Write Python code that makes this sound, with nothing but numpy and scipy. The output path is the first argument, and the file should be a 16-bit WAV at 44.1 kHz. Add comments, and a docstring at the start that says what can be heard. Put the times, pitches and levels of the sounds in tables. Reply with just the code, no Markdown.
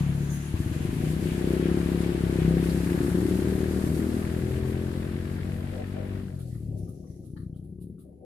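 """Two single-cylinder motorbikes pull away along a country road to the left of a phone, change gear and fade.
One bike is heard from the start, with road rattle, hiss and faint insects; the nearer one joins at half a second.
Each firing thumps, rings and barks through the exhaust pipe, with an echo and valve ticks on top.
After about six seconds the revs fall; the noise-made treble also fades, leaving a few short rustles and thin
insect hiss."""
import sys
import numpy as np
from scipy import signal
from scipy.fft import rfft, irfft, next_fast_len
from scipy.io import wavfile
from scipy.ndimage import uniform_filter1d

SR = 44100
rng = np.random.default_rng(int(sys.argv[2]) if len(sys.argv) > 2 else 0)


def output_pcm(signal):
    """Save a mono or channel-first signal as 16-bit PCM at the path in sys.argv[1].

    Samples are clipped to [-1, 1] before scaling.
    """
    pcm = np.clip(np.atleast_2d(signal).T, -1, 1) * 32767
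    wavfile.write(sys.argv[1], SR, np.round(pcm).astype(np.int16))


N = 363808  # length in samples


def undb(db):
    """Turns a level in dB into a plain gain."""
    return 10 ** (np.asarray(db) / 20)


def unit(x):
    """Scales a sound to an average (rms) level of 1."""
    return x / np.sqrt(np.mean(x ** 2))


def curves(table):
    """Joins the rows of a table with straight lines: every column after the time, one value a sample."""
    s, *columns = np.transpose(table)
    return [np.interp(np.arange(N) / SR, s, c) for c in columns]


def on_log(table, hz):
    """Reads a (pitch_hz, value) table with pitch spaced in octaves, as the ear hears it."""
    pitch_hz, values = np.transpose(table)
    return np.interp(np.log(np.maximum(hz, 1)), np.log(pitch_hz), values)


def shape(x, db_of_hz):
    """Colours a sound by a gain in dB for each frequency."""
    size = next_fast_len(N + SR // 10)
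    gain = undb(db_of_hz(np.fft.rfftfreq(size, 1 / SR)))
    return irfft(rfft(x, size) * gain, size)[..., :N]


def resonance(x, hz, width):
    """Lets one pitch ring through, like a hollow body: a two-pole band-pass with gain 1 at its centre."""
    return signal.lfilter(*signal.iirpeak(hz, hz / width, fs=SR), x)


def walk(rate):
    """Wanders smoothly between random levels, rate of them a second; spread near 1."""
    k = int(SR / rate)
    steps = np.repeat(rng.standard_normal(N // k + 1), k)
    return 1.3 * uniform_filter1d(uniform_filter1d(steps, k), k)[:N]


def noise(spectrum, alike, flicker_db, flicker_rate):
    """Noise in half-octave bands, each flickering alone; alike = how much left and right share."""
    out = 0
    low_hz, high_hz = spectrum[0][0], spectrum[-1][0]
    for hz in low_hz * 2 ** np.arange(0, np.log2(high_hz / low_hz), .5):
        mid, side = (resonance(rng.standard_normal(N), hz, hz / 2) for _ in range(2))
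        mid_share, side_share = np.sqrt((1 + np.array([alike, -alike])) / (2 * hz))
        band = mid_share * mid + side_share * side * np.array([[1], [-1]])
        out = out + undb(flicker_db * walk(flicker_rate)) * band
    # the bands are equally strong per octave; the second term makes them equal per Hz
    return unit(shape(out, lambda hz: on_log(spectrum, hz) + 10 * np.log10(np.maximum(hz, 1))))


JITTER, SCATTER_DB = .007, 1.0  # random spread of firing time (share of a cycle) and strength
WANDER_TURNS, WANDER_DB = .025, 1.5  # slow drift of firing time (cycles) and strength, times each bike's wander
DRIFT_DB, DRIFT_SHARE = 2.0, .02  # each resonance drifts alone in strength and pitch
FAINT_DB, FAINT_SCATTER = -46, 0.3  # below this level moving air makes firings more uneven, by this share per dB
RING_T60_S = 0.085  # time for the long ring to fall by 60 dB
OVERRUN_SAG, OVERRUN_FALL_PER_S2 = 0.24, 30  # the ring sags by this share when the firing rate falls this fast
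PUMP_DB_PER_OCTAVE = 17.5  # piston pumping grows with revs
CYCLE_DB, CYCLE_DB_PER_OCTAVE = -15.5, 22  # tone at the firing rate against the pumping; extra growth with revs
PARTNER_DB = -8.5  # lower partner of the bark, against the bark


def bike(rate, table, pipe, long_ring, start, pump_db, pump_turn, wander):
    """Each firing rings the pipe, which sounds higher as the gas heats with revs; the piston pumps twice a cycle."""
    hz, = curves(rate)
    octaves = np.log2(hz / 35)
    ring_db, thump_db, bark_db, third_db = curves(table)
    ring_db = ring_db + (wander * WANDER_DB + np.clip(FAINT_DB - ring_db, 0, 5) / 2) * walk(6.3)
    bark_db = ring_db + bark_db
    levels_db = ring_db, ring_db + thump_db, bark_db, ring_db + third_db, bark_db + PARTNER_DB

    # with the throttle shut the revs fall and the gas cools
    fall = -uniform_filter1d(np.gradient(hz) * SR, size=SR // 10)
    overrun = np.clip(fall / OVERRUN_FALL_PER_S2, 0, 1) ** 2
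    ring_hz = long_ring[0] * (hz / 35) ** long_ring[1] * (1 - OVERRUN_SAG * overrun)

    # the engine fires each time the count of turns passes a whole number
    turns = start + np.cumsum(hz) / SR + wander * WANDER_TURNS * walk(5)
    at = np.flatnonzero(np.diff(np.floor(turns)))
    at = at[at > table[0][0] * SR]
    chance = rng.standard_normal((400, 7))
    t, rise_s = np.arange(6144) / SR, .003
    swell = np.sin(np.pi / 2 * np.minimum(t / rise_s, 1)) ** 2
    drift = [(undb(DRIFT_DB * walk(6)), 1 + DRIFT_SHARE * walk(8)) for _ in levels_db]
    sound = np.zeros(N + len(t))
    for i, (late, shared, *own) in zip(at, chance):
        uneven = 1 + FAINT_SCATTER * np.clip(FAINT_DB - ring_db[i], 0, 6)
        first = max(i + int(JITTER * uneven * late * SR / hz[i]), 0)
        period = int(SR / hz[i])
        modes = [(ring_hz[i], RING_T60_S)] + [(f * (hz[i] / 35) ** rise, t60) for f, t60, rise in pipe]
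        for (f, t60), db, mine, (gain, tune) in zip(modes, levels_db, own, drift):
            # all resonances crest together at the top of the pressure rise
            ring = swell * np.cos(2 * np.pi * f * tune[i] * (t - rise_s)) * undb(-60 * t / t60)
            # rings of earlier firings overlap within one cycle; together they make the rms level
            cycle = np.bincount(np.arange(len(t)) % period, ring)
            strength = undb(db[i] + SCATTER_DB * uneven * (shared + mine)) * gain[i]
            sound[first:first + len(t)] += strength / np.std(cycle) * ring

    twice = np.sin(4 * np.pi * (turns + pump_turn))
    once = undb(CYCLE_DB + CYCLE_DB_PER_OCTAVE * octaves) * np.sin(2 * np.pi * turns)
    pump_gain = np.sqrt(2) * undb(ring_db + pump_db + PUMP_DB_PER_OCTAVE * octaves)
    pumping = pump_gain * (twice + once) * (np.arange(N) > at[0])
    return sound[:N] + pumping, at


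# how fast the far engine fires: (start_s, firings_per_s)
FAR_FIRING_RATE = [(0.0, 34.8), (1.0, 38.77), (2.0, 41.83), (2.15, 38.04), (2.5, 28.35), (2.8, 28.07),
                   (4.5, 33.96), (5.6, 36.57), (6.0, 35.75), (6.45, 30.06), (6.8, 29.14), (7.3, 30.41),
                   (8.25, 31.9)]
# loudness of its exhaust: (start_s, ring level_db, thump_db, bark_db and rasp_db, these three against the ring)
FAR_LEVELS = [(0, -27.5, -27, -27, -31), (.35, -33, -25, -25, -25), (.8, -37.5, -3.5, -11.5, -33),
              (1.6, -60, 20, 13, -18), (2.4, -39.5, -1, -4, -9), (3.1, -37, -14, 4, -4),
              (3.8, -40.5, 2.5, 2.5, -8), (4.6, -43.5, 3, -6.5, -19), (5.6, -44.5, 2, -27, -16),
              (6.6, -58, 4, -31, -10), (7.4, -52.5, -0.5, -9.5, -30), (8.25, -71, -6, -19, -31)]
# its pipe, in rows thump, bark, rasp, lower partner of the bark:
# (pitch_hz at 35 firings per s, fall by 60 dB_s, rise with revs as a power)
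FAR_RESONANCES = [(111, 0.026, 0.23), (341, 0.07, 0.26), (585, 0.0016, 0.1), (264, 0.037, 0.5)]
# long ring of its pipe: (pitch_hz at 35 firings per s, rise with revs as a power)
FAR_LONG_RING = (153, 0.056)


def far_bike():
    """The far single-cylinder engine, its firings ringing a pipe with a short thump and a rasp."""
    return bike(FAR_FIRING_RATE, FAR_LEVELS, FAR_RESONANCES, FAR_LONG_RING,
                start=.82, pump_db=-15.5, pump_turn=0.013, wander=0.98)


# loudness of the road's treble: (start_s, rattle_db, bright rattle_db, hiss_db)
ROAD_LEVELS = [(0, -44, -51, -53.5), (.2, -46, -60, -53.5), (.6, -47, -56.5, -53.5), (1.2, -46, -53.5, -49),
               (1.6, -43.5, -51, -50.5), (2.1, -43.5, -53.5, -52), (2.7, -43, -55.5, -47.5),
               (3.1, -43, -64, -48.5), (3.9, -45, -64, -49.5), (4.5, -46.5, -62, -52.5),
               (5.3, -48, -68.5, -57.5), (6.2, -53, -62, -62.5), (6.35, -62.5, -82, -63),
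               (6.5, -80, -80, -61), (6.75, -85, -79, -71.5), (6.95, -87, -89, -72.5),
               (7.3, -94, -102, -76.5), (7.5, -92, -100, -84.5), (8.25, -92, -100, -88)]
# loudness of the low rumble: (start_s, level_db)
RUMBLE_LEVEL = [(0, -41), (.6, -41), (1.2, -38), (1.9, -38.5), (3.1, -38.5), (3.9, -38.5), (4.5, -40.5),
                (6.2, -46.5), (6.5, -50), (6.95, -48.5), (7.5, -49.5), (8.25, -50)]
# loudness of the upper rumble: (start_s, level_db, depth of its lumps_db, where below 0 means none)
UPPER_RUMBLE_LEVEL = [(0, -52, -0.5), (.6, -54.5, 21.5), (1.5, -42.5, -6), (3.1, -47.5, 7), (4.5, -45, -13),
                      (6.2, -54, 13), (6.5, -59, 7), (7.1, -59.5, 3), (7.6, -68, 5), (8.0, -75, 3.5),
                      (8.25, -57.5, 5.5)]
# colours of the noises, relative: (pitch_hz, level_db per Hz)
RUMBLE_COLOUR = [(20, -21), (40, -7), (70, -3), (110, -6), (200, -7), (370, -7), (450, -16), (560, -34),
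                 (700, -60)]
UPPER_RUMBLE_COLOUR = [(380, -20), (480, 3.5), (620, -2), (780, -9.5), (900, -25), (1300, -70)]
RATTLE_COLOUR = [(420, -27), (620, -0.5), (900, -3.5), (1300, -7.5), (1700, -6), (2500, -13), (4000, -18),
                 (5500, -25.5), (7000, -54)]
HISS_COLOUR = [(3000, -5), (4500, 0), (5800, -3.5), (7500, 0), (10300, 1.5), (12500, -0.5), (14500, -6),
               (15700, -26)]


def road(at):
    """Low rumble of tyres and echoes, the rattle of running gear, and a high hiss, all made of noise."""
    rattle_db, bright_db, hiss_db = curves(ROAD_LEVELS)
    upper_db, lump_db = curves(UPPER_RUMBLE_LEVEL)
    low_db, = curves(RUMBLE_LEVEL)
    low_db = low_db + np.clip(FAINT_DB - low_db, 0, 3) * walk(9)  # lumpier when faint
    rumble = undb(low_db) * noise(RUMBLE_COLOUR, .85, flicker_db=2.5, flicker_rate=11)
    upper = noise(UPPER_RUMBLE_COLOUR, 0.19, flicker_db=0.0, flicker_rate=16)
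    upper = undb(upper_db + np.clip(lump_db, 0, 6) * walk(14)) * upper

    # the rattle swells by 1.8 dB once a cycle, as the valve shuts
    cycle = np.interp(np.arange(N), at, np.arange(len(at)))
    throb = undb(-1.8 * np.cos(2 * np.pi * cycle))
    rattle = throb * noise(RATTLE_COLOUR, 0, flicker_db=1.5, flicker_rate=18)
    bright = rng.standard_normal((2, N))
    for _ in range(3):
        bright = resonance(bright, hz=2550, width=2100)
    bright = undb(bright_db + 2.0 * walk(22.12)) * unit(bright)
    hiss = undb(.9 * walk(35) + .3 * walk(5)) * noise(HISS_COLOUR, 0, flicker_db=1.3, flicker_rate=22)
    return rumble + upper + undb(rattle_db) * rattle + bright + undb(hiss_db) * hiss


# insect-like bands: (pitch_hz, width_hz of each filter pass, level_db at the start, fade_db per s)
INSECT_BANDS = [(10600, 920, -61.5, 2.5), (6660, 1400, -56.5, 9), (13200, 2500, -78, 2.5)]


def insects():
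    """Narrow high bands of hiss that waver and fade, made by filtering noise twice."""
    out = 0
    for hz, width, db, fade_db in INSECT_BANDS:
        band = resonance(resonance(rng.standard_normal((2, N)), hz, width), hz, width)
        out = out + unit(band) * undb(db - fade_db * np.arange(N) / SR + 3 * walk(14))
    return out


# each part of a rustle, levels before its swell; rows at nearly one time sound as one burst:
# (start_s, length_s, body level_db, body pitch_hz, width_hz of each filter pass, treble level_db,
# left minus right_db)
RUSTLE_PARTS = [(0.291, 0.15, -52.5, 6500, 1200, -51, -2), (2.687, .05, -53, 4400, 1200, -62, 0),
                (6.302, 0.04, -47, 631, 60, -75, 8), (6.377, 0.045, -62, 1390, 700, -52, -1),
                (6.505, 0.088, -67.5, 1890, 600, -64, -4), (6.544, 0.043, -63, 1210, 400, -72, 4),
                (6.763, 0.054, -75, 690, 200, -60, -10), (6.768, 0.38, -75, 5900, 2200, -93, 14),
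                (6.872, 0.044, -65.5, 1230, 250, -56, -3), (7.035, 0.053, -68, 1090, 300, -85, 4),
                (7.065, 0.078, -77.5, 1970, 500, -64.5, -11), (7.06, .1, -70, 5800, 1200, -90, 8),
                (7.23, 0.08, -81, 1250, 150, -64, -7), (7.363, 0.04, -57.5, 1220, 350, -58.5, 2.5),
                (7.363, 0.039, -60, 1760, 400, -90, 7), (7.365, 0.047, -65.5, 4260, 1000, -90, 0),
                (7.348, 0.035, -67, 870, 80, -90, 12), (7.36, .04, -74, 3100, 300, -90, 1),
                (7.41, 0.049, -75, 1500, 900, -67, 0), (7.543, 0.044, -76, 1290, 400, -63, -4),
                (7.538, .05, -78, 3200, 600, -90, -7), (7.618, .06, -85, 1290, 500, -67, -3),
                (7.797, .04, -84, 2820, 500, -87, 1), (7.78, .03, -78, 1040, 200, -90, 6),
                (7.792, 0.056, -78, 790, 100, -60.5, -3), (7.977, 0.051, -70, 1230, 300, -60, 1),
                (8.045, 0.064, -53, 550, 200, -90, 4), (8.115, 0.036, -60, 680, 200, -90, 4)]
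# colour of the treble they share, relative: (pitch_hz, level_db per Hz)
RUSTLE_TREBLE_COLOUR = [(2500, -14), (4000, -3), (5800, -15), (7500, -8), (10300, 7), (12500, -5),
                        (14500, -2), (15700, -18)]


def rustles():
    """Short bursts of noise with a sharp start: each part has a body of its own pitch and a common treble."""
    high = noise(RUSTLE_TREBLE_COLOUR, 0, flicker_db=3.5, flicker_rate=16)
    flicker = undb(2.0 * walk(50))
    out, t = np.zeros((2, N + SR)), np.arange(SR) / SR
    soft = 1 - np.exp(-(t / .02) ** 2)  # the treble swells more slowly than the body
    for s, length_s, db, hz, width, treble_db, pan_db in RUSTLE_PARTS:
        body = rng.standard_normal((2, len(t)))
        for _ in range(3):
            body = resonance(body, hz, width)
        swell = (1 - np.exp(-t / 0.004)) * np.exp(-(t / max(length_s, .01)) ** 1.2)
        first = int(s * SR)
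        treble = soft * high[:, first // 2:first // 2 + len(t)]
        mix = undb(db) * unit(body) + undb(treble_db) * treble
        pan = undb(np.array([[pan_db], [-pan_db]]) / 2)
        out[:, first:first + len(t)] += swell * pan * mix
    return out[:, :N] * flicker


# how fast the near engine fires: (start_s, firings_per_s)
NEAR_FIRING_RATE = [(.5, 14.47), (.62, 16.93), (1.1, 31.7), (1.25, 32.9), (1.45, 31.78), (1.7, 34.28),
                    (2.1, 34.79), (2.36, 32.82), (2.55, 33.33), (3.4, 37.05), (4.5, 41.85), (6.1, 48.12),
                    (6.25, 48.0), (6.45, 41.6), (6.8, 33.1), (7.03, 37.49), (7.27, 35.08), (8.25, 36.3)]
# loudness of its exhaust: (start_s, ring level_db, thump_db, bark_db and boom_db, these three against the ring)
NEAR_LEVELS = [(.5, -33, -21, -10.5, -4.5), (.8, -33.5, -6, -6, -11.5), (1.3, -32, -9, -4.5, -8.5),
               (1.42, -36.5, -8, 1, -1), (1.52, -30.5, -20, -3.5, -5.5), (1.9, -32.5, -18, -2, -1),
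               (2.1, -34, -5, 1, -3), (2.35, -34, -5, 2, -5), (2.47, -27, -27, -3.5, -20),
               (2.8, -29.5, -17, -4.5, -17), (3.0, -35.5, -7, 2, -1), (3.5, -34, -5, 0.5, -25),
               (4.1, -37.5, -5, -1.5, 4), (4.5, -38, 2, 1.5, -22), (5.1, -40, -11, -3.5, -6),
               (6.2, -42.5, -4, -7.5, -16), (6.33, -47.5, 9.5, -12, -11), (6.82, -49.5, 11.5, -36, -26),
               (6.9, -48.5, 6.5, -13, -21), (7.1, -54.5, -11.5, -6, -8), (7.45, -53, 2, -18, -24),
               (7.75, -56, -0.5, -8, -14), (8.25, -57, -14, -4, -8)]
# its pipe, in rows thump, bark, broad boom, lower partner of the bark:
# (pitch_hz at 35 firings per s, fall by 60 dB_s, rise with revs as a power)
NEAR_RESONANCES = [(118.2, 0.21, 0.48), (356, 0.046, 0.14), (204, 0.026, 0.53), (290, 0.12, 0.34)]
# long ring of its pipe: (pitch_hz at 35 firings per s, rise with revs as a power)
NEAR_LONG_RING = (174.8, 0.65)


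def near_bike():
    """The near single-cylinder engine, its firings ringing a pipe with a long thump and a broad boom."""
    return bike(NEAR_FIRING_RATE, NEAR_LEVELS, NEAR_RESONANCES, NEAR_LONG_RING,
                start=0.2135, pump_db=-4.5, pump_turn=0.0079, wander=0.43)


TICK_DB, TICK_DB_PER_OCTAVE = 4.5, 10.5  # ticks against the rattle at 35 firings per s; growth with revs


def valves(at):
    """A valve snaps shut part way through each cycle: a short ring of uneven pitch and size, later on the right."""
    octaves = np.log2(curves(NEAR_FIRING_RATE)[0] / 35)
    db = curves(ROAD_LEVELS)[0] + TICK_DB + TICK_DB_PER_OCTAVE * octaves
    t = np.arange(512) / SR
    fade = np.exp(-t / .0012)
    out = np.zeros((2, N + 2048))
    for i, gap, (pitch, size) in zip(at, np.diff(at), rng.standard_normal((400, 2))):
        low = np.sin(2 * np.pi * 1850 * np.exp(.14 * pitch) * t) * (1 - np.exp(-t / .0004))
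        high = 0.51 * np.sin(2 * np.pi * 2450 * np.exp(-.08 * pitch) * t)
        tick = (low + high) * fade
        for k, lag in enumerate((0, 6)):  # lag in samples, left and right
            first = i + int(.5 * gap) + lag
            out[k, first:first + len(t)] += undb(db[i] + 3.5 * size) * tick
    return out[:, :N]


def echo(exhaust):
    """The trees send the exhaust back about 12 ms late and 13 dB weaker, with a slowly drifting delay."""
    lag_s = np.array([[.0115], [.0121]]) + .0008 * walk(1.5)  # left and right
    late = [np.interp(np.arange(N) - lag, np.arange(N), exhaust) for lag in lag_s * SR]
    return undb(-13) * np.array(late)


# how the two sides differ, rustles and insects apart: (pitch_hz, left minus right_db)
BALANCE = [(60, 4.0), (110, 4.0), (200, 4.5), (380, 4.0), (700, 4.5), (1290, 5.5), (2380, 4.0), (4400, 2.0),
           (8120, -0.5), (15000, -2.5)]


def scene():
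    """Both exhausts reach the two microphone ports alike; the left port hears the bass louder."""
    far, _ = far_bike()
    near, firings = near_bike()
    # the silencers weaken everything above the rasp
    exhaust = signal.sosfilt(signal.butter(4, 620.0, fs=SR, output="sos"), near + far)
    sound = exhaust + echo(exhaust) + road(firings) + valves(firings)
    lean = [shape(sound[k], lambda hz: sign * on_log(BALANCE, hz) / 2) for k, sign in enumerate((1, -1))]
    return np.array(lean) + insects() + rustles()


DIP_SPACING_HZ, DIP_DB = 125.46, 13.5  # the dips are deepest around 850 Hz
TOP_HZ = 15700


def record(dry):
    """The phone drops the deepest bass, has evenly spaced dips in the low mids, and cuts the top."""
    def dips(hz):
        """Gain in dB at each frequency."""
        comb = np.sin(np.pi * hz / DIP_SPACING_HZ) ** 6
        return -DIP_DB * comb * np.exp(-((hz - 850) / 330) ** 2)

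    dry = signal.sosfilt(signal.butter(2, 40.0, "high", fs=SR, output="sos"), shape(dry, dips))
    return signal.sosfilt(signal.ellip(10, .2, 80, TOP_HZ, fs=SR, output="sos"), dry)


dry = scene()
out = record(dry)
output_pcm(out)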